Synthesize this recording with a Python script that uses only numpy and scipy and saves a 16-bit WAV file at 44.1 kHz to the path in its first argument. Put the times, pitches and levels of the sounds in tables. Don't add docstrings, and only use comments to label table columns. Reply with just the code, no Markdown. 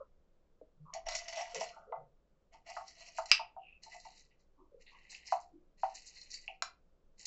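import sys
import numpy as np
from scipy import signal
from scipy.fft import rfft, irfft, next_fast_len
from scipy.io import wavfile
from scipy.ndimage import uniform_filter1d

SR = 44100
rng = np.random.default_rng(int(sys.argv[2]) if len(sys.argv) > 2 else 0)


def dump(signal):
    limited = np.clip(np.atleast_2d(signal).T, -1, 1)
    pcm = np.round(limited * 32767).astype(np.int16)
    wavfile.write(sys.argv[1], SR, pcm)


N = 320210
TIME_S = np.arange(N) / SR
RING_S = np.arange(SR // 2) / SR
TOP_HZ = 7800

# freq_hz, density_db
AIR_SPECTRUM = [(8, -11.5), (18, 5.5), (32, -9.5), (50, -15), (60, -8), (90, -28.5), (170, -19),
                (250, -26.5), (550, -24), (800, -35), (1300, -37.5), (1800, -44.5), (7500, -52.5),
                (10000, -67.5)]
# freq_hz, t60_s
KITCHEN_DECAY = [(200, .25), (800, .23), (2600, .235), (5000, .19), (8000, .145)]
# start_s, length_s, centre_hz, level_db
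RUBS = [(0.0, 0.058, 540, -51.5), (0.0, 0.072, 1180, -56.5), (0.771, 0.19, 159, -57),
        (0.852, 0.24, 1075, -59), (1.038, 0.19, 19.8, -44.5), (1.536, 0.18, 485, -45.5),
        (1.558, 0.14, 187, -61), (1.709, 0.32, 1300, -64), (1.755, 0.25, 652, -61), (1.867, 0.25, 510, -54),
        (1.97, 0.17, 136.4, -62), (4.574, 0.13, 333, -61.5), (4.575, 0.17, 1042, -70),
        (4.716, 0.12, 480, -55.5), (4.859, 0.12, 4020, -66), (4.916, 0.14, 1015, -66.5),
        (5.52, 0.18, 317, -60.5)]
# start_s, level_db
BUMPS = [(0.613, -45)]
# pitch_hz, level_db, t60_s
BUMP_MODES = [(300, -15.5, 0.074), (494, 5, 0.024), (560, -1, 0.021), (618, -14.5, 0.094)]
# time_s, covered_fraction
FLOOR_COVER = [(1.5, 0), (2.8, 0.76), (4.0, 1), (5.0, 1)]
# freq_hz, density_db
STEEL_SPECTRUM = [(300, -39.5), (520, -20), (680, 17), (800, -12), (900, -0.5), (1080, -9), (1750, -12.5),
                  (2020, 1.5), (2400, -4.5), (3000, -5.5), (3350, -10), (4500, -3), (6000, 2), (8000, -14)]
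# freq_hz, density_db
HEAP_SPECTRUM = [(300, -31.5), (550, -26), (770, -10), (1000, -19.5), (1400, -30.5), (1700, -15), (2020, 3),
                 (2250, -4.5), (2700, -2), (3050, -9.5), (3400, -26), (3750, -5.5), (4200, 6.5), (5300, 2),
                 (7300, 1), (8000, -10)]
# pitch_hz, level_db, t60_s
WALL_MODES = [(2015, -6, .04), (3000, -5, .04), (4215, -4, .05), (4665, -4, .045), (5650, -5, .04),
              (6880, -6, .05), (7260, -6, .05), (7550, -6, .05)]
# start_s, end_s, patter_db, crackle_db
TRICKLES = [(1.07, 1.692, -60, -62), (2.673, 3.296, -72.5, -70), (3.83, 4.21, -73.5, -68),
            (4.867, 5.349, -67, -79.5), (5.771, 6.462, -70.5, -68.5), (7.193, 7.26, -66.5, -63)]
# peak_s, build_up_s, patter_db, crackle_db
CLUMPS = [(0.939, 0.0049, -52.5, -67.5), (1.069, 0.0082, -51, -58.5), (1.087, 0.0017, -48.5, -41.5),
          (1.134, .025, -49.5, -49.5), (1.153, .005, -47.5, -39), (1.283, 0.0039, -52, -51.5),
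          (1.336, 0.013, -50.5, -51.5), (1.38, 0.023, -49, -51.5), (1.412, 0.032, -46.5, -50),
          (1.556, 0.0041, -46.5, -48), (1.615, 0.016, -45.5, -45), (2.54, 0.013, -65.5, -70.5),
          (2.67, 0.007, -61, -63.5), (2.70, 0.025, -53.5, -58), (2.77, 0.046, -61.5, -60.5),
          (2.885, .012, -65.5, -56.5), (3.03, 0.059, -61, -59.5), (3.086, 0.038, -61, -59),
          (3.186, 0.03, -56.5, -52.5), (3.305, 0.017, -54, -55), (3.836, 0.011, -67.5, -60.5),
          (3.945, 0.029, -54, -60), (4.053, 0.0045, -61.5, -61), (4.176, 0.0068, -75.5, -60),
          (4.315, 0.007, -74, -103), (4.405, .012, -88, -80), (4.819, 0.014, -70, -69),
          (4.866, 0.0043, -60.5, -90), (5.105, 0.0077, -83, -53), (5.122, 0.0056, -54.5, -55.5),
          (5.15, .004, -68, -55.5), (5.282, 0.025, -57.5, -53), (5.33, 0.03, -55, -53),
          (5.404, .004, -98, -63.5), (5.839, .005, -58.5, -63), (5.955, 0.0091, -58.5, -49.5),
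          (6.075, 0.014, -89, -53), (6.176, 0.03, -64, -56), (6.215, 0.0078, -69, -55.5),
          (6.308, .004, -75, -48.5), (6.345, 0.011, -56.5, -49.5), (7.21, 0.021, -68, -58),
          (7.255, 0.0014, -58.5, -39.5)]
# start_s, level_db
TICKS = [(0.9372, -26), (1.0859, -25), (1.1513, -18.5), (1.189, -29), (1.2819, -25), (1.3573, -34),
         (1.5461, -26), (2.7, -40.5), (2.8798, -39.5), (3.2573, -37), (3.8344, -37.5), (4.0008, -41),
         (6.0203, -41.5), (6.303, -42), (6.34, -30), (7.1941, -40)]
# start_s, level_db, pitch_hz, t60_s
PINGS = [(0.942, -57, 5720, 0.033), (1.066, -40, 5630, 0.032), (1.374, -42, 5670, 0.049),
         (1.66, -58, 4187, 0.18), (6.215, -50, 4214, 0.086), (6.34, -45.5, 4610, 0.14)]
# start_s, level_db, focus_hz, cutoff_hz
KNOCKS = [(0.946, -36, 684, 830), (1.064, -37.5, 706, 850), (1.29, -52.5, 690, 900),
          (1.372, -36.5, 654, 784), (1.405, -32.5, 645, 910), (1.61, -30, 680, 1026),
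          (1.761, -47, 847, 1203), (1.923, -30.5, 610, 1670), (1.957, -41, 632, 1656),
          (2.54, -52.5, 880, 1220), (2.696, -42, 760, 1200), (2.766, -30.5, 1307, 2190),
          (2.805, -40, 1120, 1900), (3.184, -23.5, 566, 1620), (3.394, -31, 896, 1410),
          (3.564, -38, 800, 880), (3.861, -49, 893, 940), (3.942, -43, 646, 915), (4.051, -42, 880, 955),
          (5.3225, -15, 777, 894), (5.8329, -18, 798, 900), (6.482, -42, 790, 752)]
# level_db, attack_s
KNOCK_ATTACK = [(-53, 0.01), (-32.5, .002), (-18.5, 0.00068)]
# pitch_hz, level_db, t60_s
JAR_MODES = [(662, -1, .12), (709, 0, .13), (765, -1, .13), (808, -10, .13), (895, 1, .1), (945, -6, .05),
             (1117, -6, .07), (1245, -2, .05), (1370, -7, .045), (2015, -9, .06)]
# start_s, level_db, low_hz, cutoff_hz
CLINKS = [(3.315, -1.5, 682, 8967), (5.148, -31.5, 2010, 3170), (6.4784, -21, 2110, 2990)]
# pitch_hz, level_db
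BOWL_MODES = [(1000, -23.5), (1330, -15.5), (1750, -18.5), (2000, -15.5), (2250, -16), (2420, -9),
              (2590, -7), (2670, -3), (2760, -8), (2885, -9), (3175, -14), (3460, -16.5), (4050, -8.5),
              (4730, -12), (4905, -1.5), (5005, -0.5), (5168, -13), (5450, -12.5), (6350, -18.5),
              (7500, -16)]
# time_s, pitch_hz, level_db
SQUEAK_PATH = [(3.589, 2870, -82), (3.631, 2790, -67.5), (3.688, 2600, -59.5), (3.76, 2650, -67.5),
               (3.82, 2480, -84)]
# start_s, level_db
CLACKS = [(6.6222, -19)]
# pitch_hz, level_db
RIM_MODES = [(760, 0.5), (1110, 0), (1350, 6), (1520, 1), (2050, -1), (2340, 0.5), (2590, -19), (3870, -23),
             (4090, 4), (4830, 1.5), (5430, 2.5), (6400, -8.5), (6780, -1), (7080, 2)]


def amp(db):
    return 10 ** (np.asarray(db) / 20)


def unit_rms(x):
    return x / np.sqrt(np.mean(x ** 2) + 1e-20)


def curve_at(points, hz):
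    freq_hz, values = np.transpose(points)
    return np.interp(np.log(hz + 1), np.log(freq_hz), values)


def filtered(x, response):
    size = next_fast_len(len(x) + SR // 2)
    return irfft(rfft(x, size) * response(np.fft.rfftfreq(size, 1 / SR)), size)[:len(x)]


def butter(x, order, edge_hz, kind):
    return signal.sosfilt(signal.butter(order, edge_hz, kind, fs=SR, output="sos"), x)


def add(track, start_s, sound):
    part = track[max(round(start_s * SR), 0):][:len(sound)]
    part += sound[:len(part)]


def ring(modes, attack_s, weights=1, scatter_db=1):
    hz, db, t60_s = np.transpose(modes)
    gains = weights * amp(db + scatter_db * rng.standard_normal(len(hz)))
    partials = np.sin(2 * np.pi * hz[:, None] * RING_S) * amp(-60 * RING_S / t60_s[:, None])
    sound = (gains @ partials) * (1 - np.exp(-RING_S / attack_s))
    return sound / np.abs(sound).max()


def crack(t60_s):
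    return rng.standard_normal(len(RING_S)) * amp(-60 * RING_S / t60_s)


def low_cut(x, low_hz):
    return butter(x, 10, low_hz, "high")


def in_kitchen(sound, wet_db, build_up_s=0.0028):
    hz, time_s, bins = signal.stft(rng.standard_normal(SR // 2), SR, nperseg=256)
    decay = amp(-60 * time_s / curve_at(KITCHEN_DECAY, hz)[:, None])
    tail = signal.istft(bins * decay, SR, nperseg=256)[1][:SR // 2]
    tail *= 1 - np.exp(-(RING_S / build_up_s) ** 2)
    echo = signal.fftconvolve(sound, tail)
    echo *= amp(wet_db) * np.linalg.norm(sound) / (np.linalg.norm(echo) + 1e-20)
    add(echo, 0, sound)
    return echo


def room_air(level_db=-67):
    noise = filtered(rng.standard_normal(N), lambda hz: amp(curve_at(AIR_SPECTRUM, hz)))
    return amp(level_db) * unit_rms(noise)


def hand_rubs(rise_fraction=0.17, relative_width=0.29):
    track = np.zeros(N)
    for start_s, length_s, centre_hz, db in RUBS:
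        age = np.arange(SR) / SR / (length_s * rise_fraction)
        noise = rng.standard_normal(SR)
        band = filtered(noise, lambda hz: 1 / (1 + (2 * (hz / centre_hz - 1) / relative_width) ** 4))
        add(track, start_s, amp(db) * unit_rms(band) * age * np.exp(1 - age))
    return track


def hand_bump():
    track = np.zeros(N)
    for start_s, db in BUMPS:
        thump = low_cut(ring(BUMP_MODES, attack_s=0.0088), low_hz=221)
        add(track, start_s, amp(db) * in_kitchen(thump, wet_db=-9.5))
    return track


def covered(time_s):
    return np.clip(np.interp(time_s, *np.transpose(FLOOR_COVER)), 0, 1)


def impulse(spectrum, size=2048):
    cepstrum = irfft(np.log(amp(curve_at(spectrum, np.fft.rfftfreq(size, 1 / SR)))))
    cepstrum[1:size // 2] *= 2
    cepstrum[size // 2 + 1:] = 0
    click = irfft(np.exp(rfft(cepstrum)))
    return click / np.linalg.norm(click)


def landing(blows, steel_ping_db=-11, heap_ping_db=-16):
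    ping = ring(WALL_MODES, attack_s=.0005)
    ringing = signal.fftconvolve(blows, ping / np.linalg.norm(ping))[:N]
    steel = signal.fftconvolve(blows + amp(steel_ping_db) * ringing, impulse(STEEL_SPECTRUM))[:N]
    heap = signal.fftconvolve(blows + amp(heap_ping_db) * ringing, impulse(HEAP_SPECTRUM))[:N]
    cover = covered(TIME_S)
    return np.sqrt(1 - cover) * steel + np.sqrt(cover) * heap


def wet_pops(rate_per_s=1500, spread_db=4.5, median_decay_s=.0004, size=300):
    onset, pitch, force, span, phase = rng.random((int(rate_per_s * N / SR), 5)).T[:, :, None]
    age_s = np.arange(size) / SR
    hz = 400 + 8200 * pitch
    strength = amp(spread_db * np.minimum(-np.log(1 - force), 3))
    decay_s = median_decay_s * 2 ** (2 * span - 1)
    pops = strength * np.sin(2 * np.pi * (hz * age_s + phase)) * np.exp(-age_s / decay_s)
    samples = (onset * N).astype(int) + np.arange(size)
    return np.bincount(samples.ravel(), pops.ravel(), N)[:N]


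def flow_gains(rise_s=0.03, fade_db_per_s=210.5, settle_db_per_s=289.5):
    power = np.zeros((2, N))
    for start_s, end_s, *levels_db in TRICKLES:
        rise = np.clip((TIME_S - start_s) / rise_s, 0, 1)
        fade = amp(-fade_db_per_s * np.maximum(TIME_S - end_s, 0))
        power += np.outer(amp(levels_db), rise * fade) ** 2
    offset_s = RING_S - RING_S[-1] / 2
    settle = amp(-settle_db_per_s * np.maximum(offset_s, 0))
    for peak_s, build_up_s, *levels_db in CLUMPS:
        build = np.exp(-(np.minimum(offset_s, 0) / build_up_s) ** 2)
        for band, db in zip(power, levels_db):
            add(band, peak_s + offset_s[0], (amp(db) * build * settle) ** 2)
    return np.sqrt(power)


def levelled(x, guide):
    return x / np.sqrt(np.abs(uniform_filter1d(guide ** 2, SR // 12)) + 1e-12)


def lentil_patter(split_hz=3500):
    pops = wet_pops()
    blows = np.zeros(N)
    block = SR // 8
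    for start in range(0, N, block):
        add(blows, start / SR, in_kitchen(pops[start:start + block], wet_db=-2))
    rustle = landing(blows)
    patter = filtered(rustle, lambda hz: 1 / (1 + (hz / split_hz) ** 24))
    upper_patter = filtered(patter, lambda hz: hz > 1800)
    crackle = rustle - patter
    patter_gain, crackle_gain = flow_gains()
    return patter_gain * levelled(patter, upper_patter) + crackle_gain * levelled(crackle, crackle)


def lentil_ticks(trim_db=-8, low_hz=2200):
    blows = np.zeros(N)
    for start_s, db in TICKS:
        add(blows, start_s, amp(db + trim_db) * in_kitchen(crack(t60_s=.018), wet_db=-3))
    return butter(landing(blows), 1, low_hz, "high")


def wall_pings():
    track = np.zeros(N)
    for start_s, db, hz, t60_s in PINGS:
        ping = ring([(hz, 0, t60_s)], attack_s=0.00034)
        add(track, start_s, amp(db) * in_kitchen(ping, wet_db=-3))
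    return track


def jar_knocks(focus_db=7, focus_width_hz=70, thud_db=-12, damping_db_per_s=149):
    track = np.zeros(N)
    mode_hz = np.transpose(JAR_MODES)[0]
    for start_s, db, focus_hz, cutoff_hz in KNOCKS:
        cover = covered(start_s)
        soft_contact = 1 / np.sqrt(1 + (mode_hz / cutoff_hz) ** 10)
        focus = amp(focus_db * np.exp(-((mode_hz - focus_hz) / focus_width_hz) ** 2))
        thud = butter(crack(t60_s=0.006), 3, [720, max(cutoff_hz, 950)], "band")
        attack_s = np.interp(db, *np.transpose(KNOCK_ATTACK))
        tone = ring(JAR_MODES, attack_s, weights=soft_contact * focus)
        tone *= amp(-damping_db_per_s * cover * RING_S)
        low_hz = 570 + 110 * cover
        knock = low_cut(tone + amp(thud_db) * thud / np.abs(thud).max(), low_hz)
        add(track, start_s, amp(db) * in_kitchen(knock, wet_db=-5))
    return track


def hard_hit(modes, cutoff_hz, t60_s, crack_db, low_hz):
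    tone = ring([(hz, db, t60_s) for hz, db in modes], attack_s=.0002)
    hit = low_cut(tone + amp(crack_db) * crack(t60_s=.016), low_hz)
    return butter(hit, 8, cutoff_hz, "low")


def spoon_clinks():
    track = np.zeros(N)
    for start_s, db, low_hz, cutoff_hz in CLINKS:
        clink = hard_hit(BOWL_MODES, cutoff_hz, t60_s=.026, crack_db=-15.5, low_hz=low_hz)
        add(track, start_s, amp(db) * in_kitchen(clink, wet_db=-5))
    return track


def squeak(width_hz=110):
    time_s, pitch_hz, db = np.transpose(SQUEAK_PATH)
    flutter = unit_rms(filtered(rng.standard_normal(N), lambda hz: 1 / (1 + (hz / width_hz) ** 2)))
    tone = np.sin(2 * np.pi * np.cumsum(np.interp(TIME_S, time_s, pitch_hz)) / SR)
    return unit_rms(flutter * tone) * amp(np.interp(TIME_S, time_s, db, left=-120, right=-120))


def rim_clack():
    track = np.zeros(N)
    for start_s, db in CLACKS:
        clack = hard_hit(RIM_MODES, TOP_HZ, t60_s=.018, crack_db=-21, low_hz=680)
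        add(track, start_s, amp(db) * in_kitchen(clack, wet_db=-6))
    return track


def scene():
    lentils = lentil_patter() + lentil_ticks() + wall_pings()
    vessels = jar_knocks() + spoon_clinks() + rim_clack()
    hands = hand_bump() + hand_rubs()
    return (lentils + vessels + hands + squeak() + room_air())[None]


def record(dry, knee=.62):
    rounded = dry / (1 + (dry / knee) ** 4) ** .25
    return signal.sosfilt(signal.cheby1(14, .1, TOP_HZ, fs=SR, output="sos"), rounded)


dry = scene()
out = record(dry)
dump(out)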